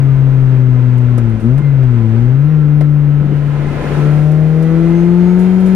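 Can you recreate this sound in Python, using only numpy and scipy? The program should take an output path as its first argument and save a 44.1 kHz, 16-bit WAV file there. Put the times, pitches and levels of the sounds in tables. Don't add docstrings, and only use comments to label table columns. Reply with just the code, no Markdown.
import sys
import numpy as np
from scipy.fft import rfft, irfft, next_fast_len
from scipy.io import wavfile
from scipy.ndimage import map_coordinates

SR = 44100
rng = np.random.default_rng(int(sys.argv[2]) if len(sys.argv) > 2 else 0)


def store_pcm(level_fs):
    pcm = np.round(np.clip(level_fs, -1, 1) * 32767).astype(np.int16)
    wavfile.write(sys.argv[1], SR, np.atleast_2d(pcm).T)


N = 253575

# (frequency [Hz], width [Hz], gain [dB])
CABIN_MODES = [(514, 39, 3), (974, 45, -3.5), (1014, 26, 6.5), (1136, 56, -5.5), (1370, 290, 0),
               (2074, 30, 5.5), (2470, 85, 1.5), (9300, 550, 1.5)]
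# (frequency [Hz], likeness [1 or more means identical])
LIKENESS = [(40, 1), (250, 2.2), (500, 0.5), (1000, 0.48), (2000, 0.6), (4000, -0.14), (8000, 0),
            (13000, .25)]
# (frequency [Hz], left minus right [dB])
BALANCE = [(30, 4.5), (100, 10), (150, 8.5), (220, 8.5), (330, 6.5), (510, 1), (1000, -0.5), (3000, -0.4),
           (12000, 0)]
# (frequency [Hz], lag of the left [rad])
LEFT_LAG = [(30, 0), (260, 0.52), (690, 0.63), (1030, 0.04), (1550, 0.56), (4000, 0.012)]

# (time [s], level [dB])
RUMBLE_LEVEL = [(0, -25), (.6, -29.5), (1.3, -27), (2.2, -29), (2.65, -32.5), (3.9, -25.5), (4.3, -32.5),
                (5.75, -31.5)]
# (time [s], relative level [dB])
NOISE_LEVEL = [(0.05, -39.5), (0.8, -40), (1.23, -39.5), (1.64, -41.5), (2.14, -39), (2.46, -41.5),
               (3.13, -42), (3.53, -37), (3.95, -31), (4.38, -38.5), (4.6, -38), (4.88, -35.5),
               (5.15, -37.5), (5.7, -35.5)]
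# (frequency [Hz], relative density [dB])
RUMBLE_SPECTRUM = [(12, -28.5), (22, -4), (33, -2), (50, -3.5), (75, -13), (110, -7), (200, -27),
                   (400, -69.5), (1000, -120)]
TYRE_SPECTRUM = [(60, -16), (150, 2.5), (300, -1), (480, -1), (600, -4.5), (720, -6), (860, -7.5),
                 (1400, -11), (2100, -16), (2600, -18.5), (3100, -22.5), (4300, -29), (6000, -42.5),
                 (12000, -61), (16000, -92)]
WIND_SPECTRUM = [(1500, -15.5), (3500, -1.5), (4700, 2.5), (6500, 1), (7800, -3), (9700, -3.5), (11500, -8),
                 (13000, -10.5), (14500, -13), (15700, -23)]
TICK_SPECTRUM = [(1000, -17), (3000, -2), (7000, -1.5), (10500, 0), (13000, -8.5), (15500, -11.5)]
KNOCK_SPECTRUM = [(150, -13.5), (350, 9.5), (560, 0.5), (720, 0.5), (880, -18), (1150, -9.5), (1750, -13),
                  (2600, -25), (5000, -30.5), (12000, -58)]
BLOCK_SPECTRUM = [(300, -26), (600, -4), (900, -7.5), (1350, 4), (1700, -0.5), (2100, -11), (2700, -10),
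                  (3300, -16), (5000, -29.5), (9000, -33.5), (13000, -49), (16000, -70)]
SILENCER_SPECTRUM = [(20, -54), (50, -31), (110, -7.5), (170, 2), (240, -4), (330, -4), (460, -9.5),
                     (700, -26), (1500, -56), (4000, -120)]
# (time [s], relative tick level [dB], relative knock level [dB], 60 dB decay [s])
RATTLES = [(.979, -48, -48, 0.057), (1.178, -42, -28.5, .065), (1.182, -45.5, -27, 0.058),
           (1.296, -52, -50, 0.082), (1.4, -53, -41.5, 0.29), (1.578, -47, -27.5, 0.092),
           (1.832, -54, -27.5, 0.083), (2.809, -44.5, -18, .06), (4.316, -47, -45, 0.085),
           (4.624, -44, -41, 0.087), (5.39, -46.5, -45, 0.39), (5.6, -50.5, -43.5, .2),
           (5.66, -46.5, -42, .25)]

# (time [s], firing rate [Hz])
FIRING_RATE = [(0, 135), (.22, 133.6), (.8, 124.9), (1.13, 122.5), (1.33, 110.5), (1.43, 109), (1.6, 144.4),
               (1.67, 141.7), (2.03, 112.2), (2.12, 111.3), (2.3, 126.6), (2.51, 155.1), (2.66, 147.4),
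               (2.8, 148), (3.1, 145), (3.75, 144.2), (4.15, 148.9), (4.5, 156.9), (4.9, 168.2),
               (5.5, 185.3), (5.75, 188)]
# (time [s], opening [0-1])
THROTTLE_OPENING = [(0, .25), (1.33, .25), (1.45, .75), (1.75, .22), (2.2, 0.4), (2.6, 0.05), (3.2, 0.2),
                    (4, .85), (4.3, 0.94), (4.75, 0.8), (5.05, 0.8), (5.75, 0.7)]
# (time [s], half width [s], 2nd harmonic [dB], 3rd [dB], clatter [dB])
LOAD_BARKS = [(1.46, 0.1, 8, 4, 2), (4.04, 0.075, 1.5, 15.5, 5), (4.74, 0.073, 0.5, 2.5, 4)]
# (multiple [of its pulse rate], level [dB])
ROTOR_TONES = [(2, -48.5), (5, -53), (6, -61.5), (7, -63), (8, -62), (9, -66.5), (10, -66.5), (11, -69),
               (12, -70), (15, -69)]
# (frequency [Hz], width [Hz], gain [dB])
HOUSING_MODES = [(1350, 94, 7), (2030, 55, 8), (3180, 66, 7), (6220, 70, 12.5), (6500, 200, 4.5)]
# (frequency [Hz], width [Hz], gain [dB])
GEARBOX_MODE = [(3004, 20, 14)]
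VALVE_MULTIPLES = [7, 7.25, 7.5, 8, 9, 10, 11, 13]
VALVE_LEVELS = [-11.5, -14, -19, -13.5, -13.5, -18, -19.5, -21]
# (start [s], end [s], extra burble [dB])
MISFIRES = [(1.329, 1.44, 5), (1.576, 1.63, 3), (3.201, 3.365, 8.5), (3.595, 4.08, 10)]
# (time [s], relative level [dB])
EXHAUST_POPS = [(1.605, -14.5), (3.21, -10), (3.236, -21.5), (3.283, -23), (3.315, -11.5)]
RASP_MULTIPLES = [.5, 1.25, 1.5, 1.75, 2.25, 2.5, 2.75, 3.25, 3.5, 3.75, 4, 4.25, 4.5, 5]
RASP_LEVELS = [-2, -3, -6, -10, -4, -3, -9, -8.5, -6.5, -12, -0.5, -12.5, -20.5, -1.5]
# (frequency [Hz], gain [dB])
PIPE_RESPONSE = [(100, 2.5), (300, -0.5), (480, 3), (570, -2), (655, 1.5), (705, -6), (760, -3), (820, -10),
                 (890, 0.5), (1000, -14.5)]
# (firing rate [Hz], level [dB])
BOOM_LEVEL = [(110, -11.5), (120, -10), (127, -8.5), (138, -9), (148, -8.5), (158, -10), (169, -10.5),
              (177, -8.5), (188, -9)]
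# (time [s], fall [s], recovery [s], depth [dB])
BOOM_DIPS = [(1.22, 0.068, 0.047, 2), (1.41, .033, .025, 15), (1.618, .009, .009, 19.5),
             (3.235, 0.013, .15, 2.5), (3.849, 0.25, 0.088, 17)]
# (frequency [Hz], width [Hz], gain [dB])
AIR_RESONANCES = [(229.9, 25, 13), (296.6, 7.2, 4.5), (334.7, 15, 13.5), (359, 18.2, 12), (387, 10, 11.5),
                  (480.4, 26, 15)]

TYRE_DB, TYRE_LOAD_DB, TYRE_GROWS = -29.5, -1.36, 1.18
WIND_DB, WIND_LOAD_DB, WIND_GROWS = -57, 4, 1.1
CLATTER_DB, CLATTER_LOAD_DB, CLATTER_GROWS = -44.5, 0.5, .4
BURBLE_DB, BURBLE_LOAD_DB = -30.5, -5.5
RASP_DB, RASP_LOAD_DB = -51.5, 18.5
SECOND_DB, THIRD_DB, THIRD_LOAD_DB = -31.5, -45, 5

ROTOR_RATIO, GEAR_RATIO = 2.4375, 20.78
GEAR_DB = -72.5
BOOST_HZ, BOOST_SPAN_HZ = 150.4, 3.4
CHIRP_S, CHIRP_WIDTH_S, CHIRP_DB = 1.663, .055, -41
MISFIRE_EDGE_S = .02
TOP_HZ = 15750


def amp(db):
    return 10 ** (np.asarray(db) / 20)


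def unit(x):
    return x / np.sqrt(np.mean(x ** 2) + 1e-20)


def along(points, hz):
    freqs, values = np.transpose(points)
    return np.interp(np.log(hz + 1), np.log(freqs + 1), values)


def curve(points):
    return np.interp(np.arange(N) / SR, *np.transpose(points))


def lift(resonances, hz):
    return sum(db * np.exp(-((hz - centre) / width) ** 2) for centre, width, db in resonances)


def swell(s, width):
    return np.exp(-((np.arange(N) / SR - s) / width) ** 2)


def wobble(rate):
    coarse = np.linspace(0, N, N >> 6)
    knots = rng.standard_normal(int(N * rate / SR) + 4)
    return np.interp(np.arange(N), coarse, map_coordinates(knots, [coarse * rate / SR]))


def filtered(x, response):
    size = next_fast_len(N + 8192)
    return irfft(rfft(x, size) * response(np.fft.rfftfreq(size, 1 / SR)), size)[..., :N]


def diffuse(pair, spectrum):
    def response(hz):
        colour = amp(along(spectrum, hz) + lift(CABIN_MODES, hz))
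        spread = np.arccos(np.clip(along(LIKENESS, hz), -1, 1)) / 2
        return colour * np.array([np.cos(spread), np.sin(spread)])
    mid, side = filtered(pair, response)
    return unit(np.array([mid + side, mid - side]))


def cabin_noise(spectrum):
    return diffuse(rng.standard_normal((2, N)), spectrum)


def tone(firings, order, waver_db, drift_rad):
    phase = 2 * np.pi * (order * firings + rng.random())
    return np.sqrt(2) * amp(waver_db * wobble(18)) * np.sin(phase + drift_rad * wobble(14))


def road(noise_db, throttle):
    rumble = amp(curve(RUMBLE_LEVEL) + 0.95 * wobble(18)) * cabin_noise(RUMBLE_SPECTRUM)
    tyre_db = TYRE_DB + TYRE_GROWS * noise_db + TYRE_LOAD_DB * throttle + .8 * wobble(13)
    tyres = amp(tyre_db) * cabin_noise(TYRE_SPECTRUM)
    wind_db = WIND_DB + WIND_GROWS * noise_db + WIND_LOAD_DB * throttle + .5 * wobble(20)
    return rumble + tyres + amp(wind_db) * cabin_noise(WIND_SPECTRUM)


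def trim():
    t = np.arange(N) / SR
    tick, knock = np.zeros(N), np.zeros(N)
    for s, tick_db, knock_db, t60 in RATTLES:
        age = np.maximum(t - s, 0)
        blow = (1 - np.exp(-age / 0.00027)) * amp(-60 * age / t60)
        tick += amp(tick_db + 2) * blow
        knock += amp(knock_db + 5.5) * blow
    return tick * cabin_noise(TICK_SPECTRUM) + knock * cabin_noise(KNOCK_SPECTRUM)


def whines(firings, firing_hz):
    def shaft_tone(order):
        return tone(firings, order, waver_db=2.5, drift_rad=.025 * order)
    boost = (1 + np.tanh((firing_hz - BOOST_HZ) / BOOST_SPAN_HZ)) / 2
    rotors = np.zeros(N)
    for multiple, db in ROTOR_TONES:
        order = multiple * ROTOR_RATIO
        rotors += amp(db + lift(HOUSING_MODES, order * firing_hz)) * shaft_tone(order)
    chirp = shaft_tone(6 * ROTOR_RATIO) + amp(-20) * shaft_tone(12 * ROTOR_RATIO)
    gears = amp(GEAR_DB + lift(GEARBOX_MODE, GEAR_RATIO * firing_hz)) * shaft_tone(GEAR_RATIO)
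    return boost * rotors + amp(CHIRP_DB) * swell(CHIRP_S, CHIRP_WIDTH_S) * chirp + gears


def valve_train(firings, firing_hz, clatter_db):
    size = 2048
    cycle = rng.standard_normal((2, size))
    pattern = np.array([np.interp(firings / 4 * size, np.arange(size), c, period=size) for c in cycle])
    puffs = np.exp(1.3 * np.cos(2 * np.pi * firings)) * (1 + 0.16 * np.cos(np.pi * firings))
    clatter = diffuse(puffs * (pattern + 0.74 * rng.standard_normal((2, N))), BLOCK_SPECTRUM)
    ring = sum(amp(db + lift(HOUSING_MODES, k * firing_hz)) * tone(firings, k, waver_db=3, drift_rad=.2)
               for k, db in zip(VALVE_MULTIPLES, VALVE_LEVELS))
    return amp(clatter_db) * (clatter + amp(1.5) * ring)


def burble(firings, throttle):
    t = np.arange(N) / SR
    level_db = BURBLE_DB + BURBLE_LOAD_DB * throttle
    for start, end, db in MISFIRES:
        level_db += db * (np.tanh((t - start) / MISFIRE_EDGE_S) - np.tanh((t - end) / MISFIRE_EDGE_S)) / 2
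    pulsing = 1 + 0.2 * np.cos(2 * np.pi * firings)
    thumps = amp(level_db) * unit(cabin_noise(SILENCER_SPECTRUM) * pulsing)
    for s, db in EXHAUST_POPS:
        age = np.maximum(t - s, 0)
        ring = np.sin(2 * np.pi * 310 * age) + 1.6 * np.sin(2 * np.pi * 190 * age)
        thumps += amp(db - 60 * age / 0.054) * (1 - np.exp(-age / .002)) * ring
    return thumps


def exhaust(firings, firing_hz, throttle, second_bark_db, third_bark_db):
    t = np.arange(N) / SR
    dip_db = sum(db * np.exp(-np.maximum((s - t) / fall, (t - s) / recovery))
                 for s, fall, recovery, db in BOOM_DIPS)
    phase = 2 * np.pi * firings + .012 * wobble(60)
    boom = amp(along(BOOM_LEVEL, firing_hz) + .2 * wobble(45)) * np.cos(phase)
    second_db = SECOND_DB + second_bark_db + lift(AIR_RESONANCES, 2 * firing_hz)
    second = amp(second_db + .45 * wobble(35)) * np.cos(2 * phase + .5)
    third_db = THIRD_DB + THIRD_LOAD_DB * throttle + third_bark_db + lift(AIR_RESONANCES, 3 * firing_hz)
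    third = amp(third_db + .8 * wobble(30)) * np.cos(3 * phase + 1.5)
    note = np.sqrt(2) * amp(-dip_db) * (boom + second + third)
    rasp = np.zeros(N)
    for order, db in zip(RASP_MULTIPLES, RASP_LEVELS):
        gain = amp(db + along(PIPE_RESPONSE, order * firing_hz))
        rasp += gain * tone(firings, order, waver_db=1.6, drift_rad=.2)
    return note + amp(RASP_DB + RASP_LOAD_DB * throttle) * rasp


def scene():
    firing_hz, throttle, noise_db = curve(FIRING_RATE), curve(THROTTLE_OPENING), curve(NOISE_LEVEL)
    noise_db -= noise_db.mean()
    firings = np.cumsum(firing_hz) / SR
    barks = sum(np.outer(dbs, swell(s, width)) for s, width, *dbs in LOAD_BARKS)
    second_bark_db, third_bark_db, clatter_bark_db = barks
    clatter_db = CLATTER_DB + CLATTER_LOAD_DB * throttle + CLATTER_GROWS * noise_db + clatter_bark_db
    engine = (exhaust(firings, firing_hz, throttle, second_bark_db, third_bark_db)
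              + burble(firings, throttle)
              + valve_train(firings, firing_hz, clatter_db)
              + whines(firings, firing_hz))

    def at_seat(hz):
        left_share = 1 / (1 + amp(-along(BALANCE, hz)))
        lag = np.exp(-1j * along(LEFT_LAG, hz))
        return 2 * np.array([left_share * lag, 1 - left_share])
    return filtered(engine + road(noise_db, throttle) + trim(), at_seat)


def record(dry):
    rounded = dry / (1 + np.abs(dry) ** 24) ** (1 / 24)
    return filtered(rounded, lambda hz: hz < TOP_HZ)


dry = scene()
out = record(dry)
store_pcm(out)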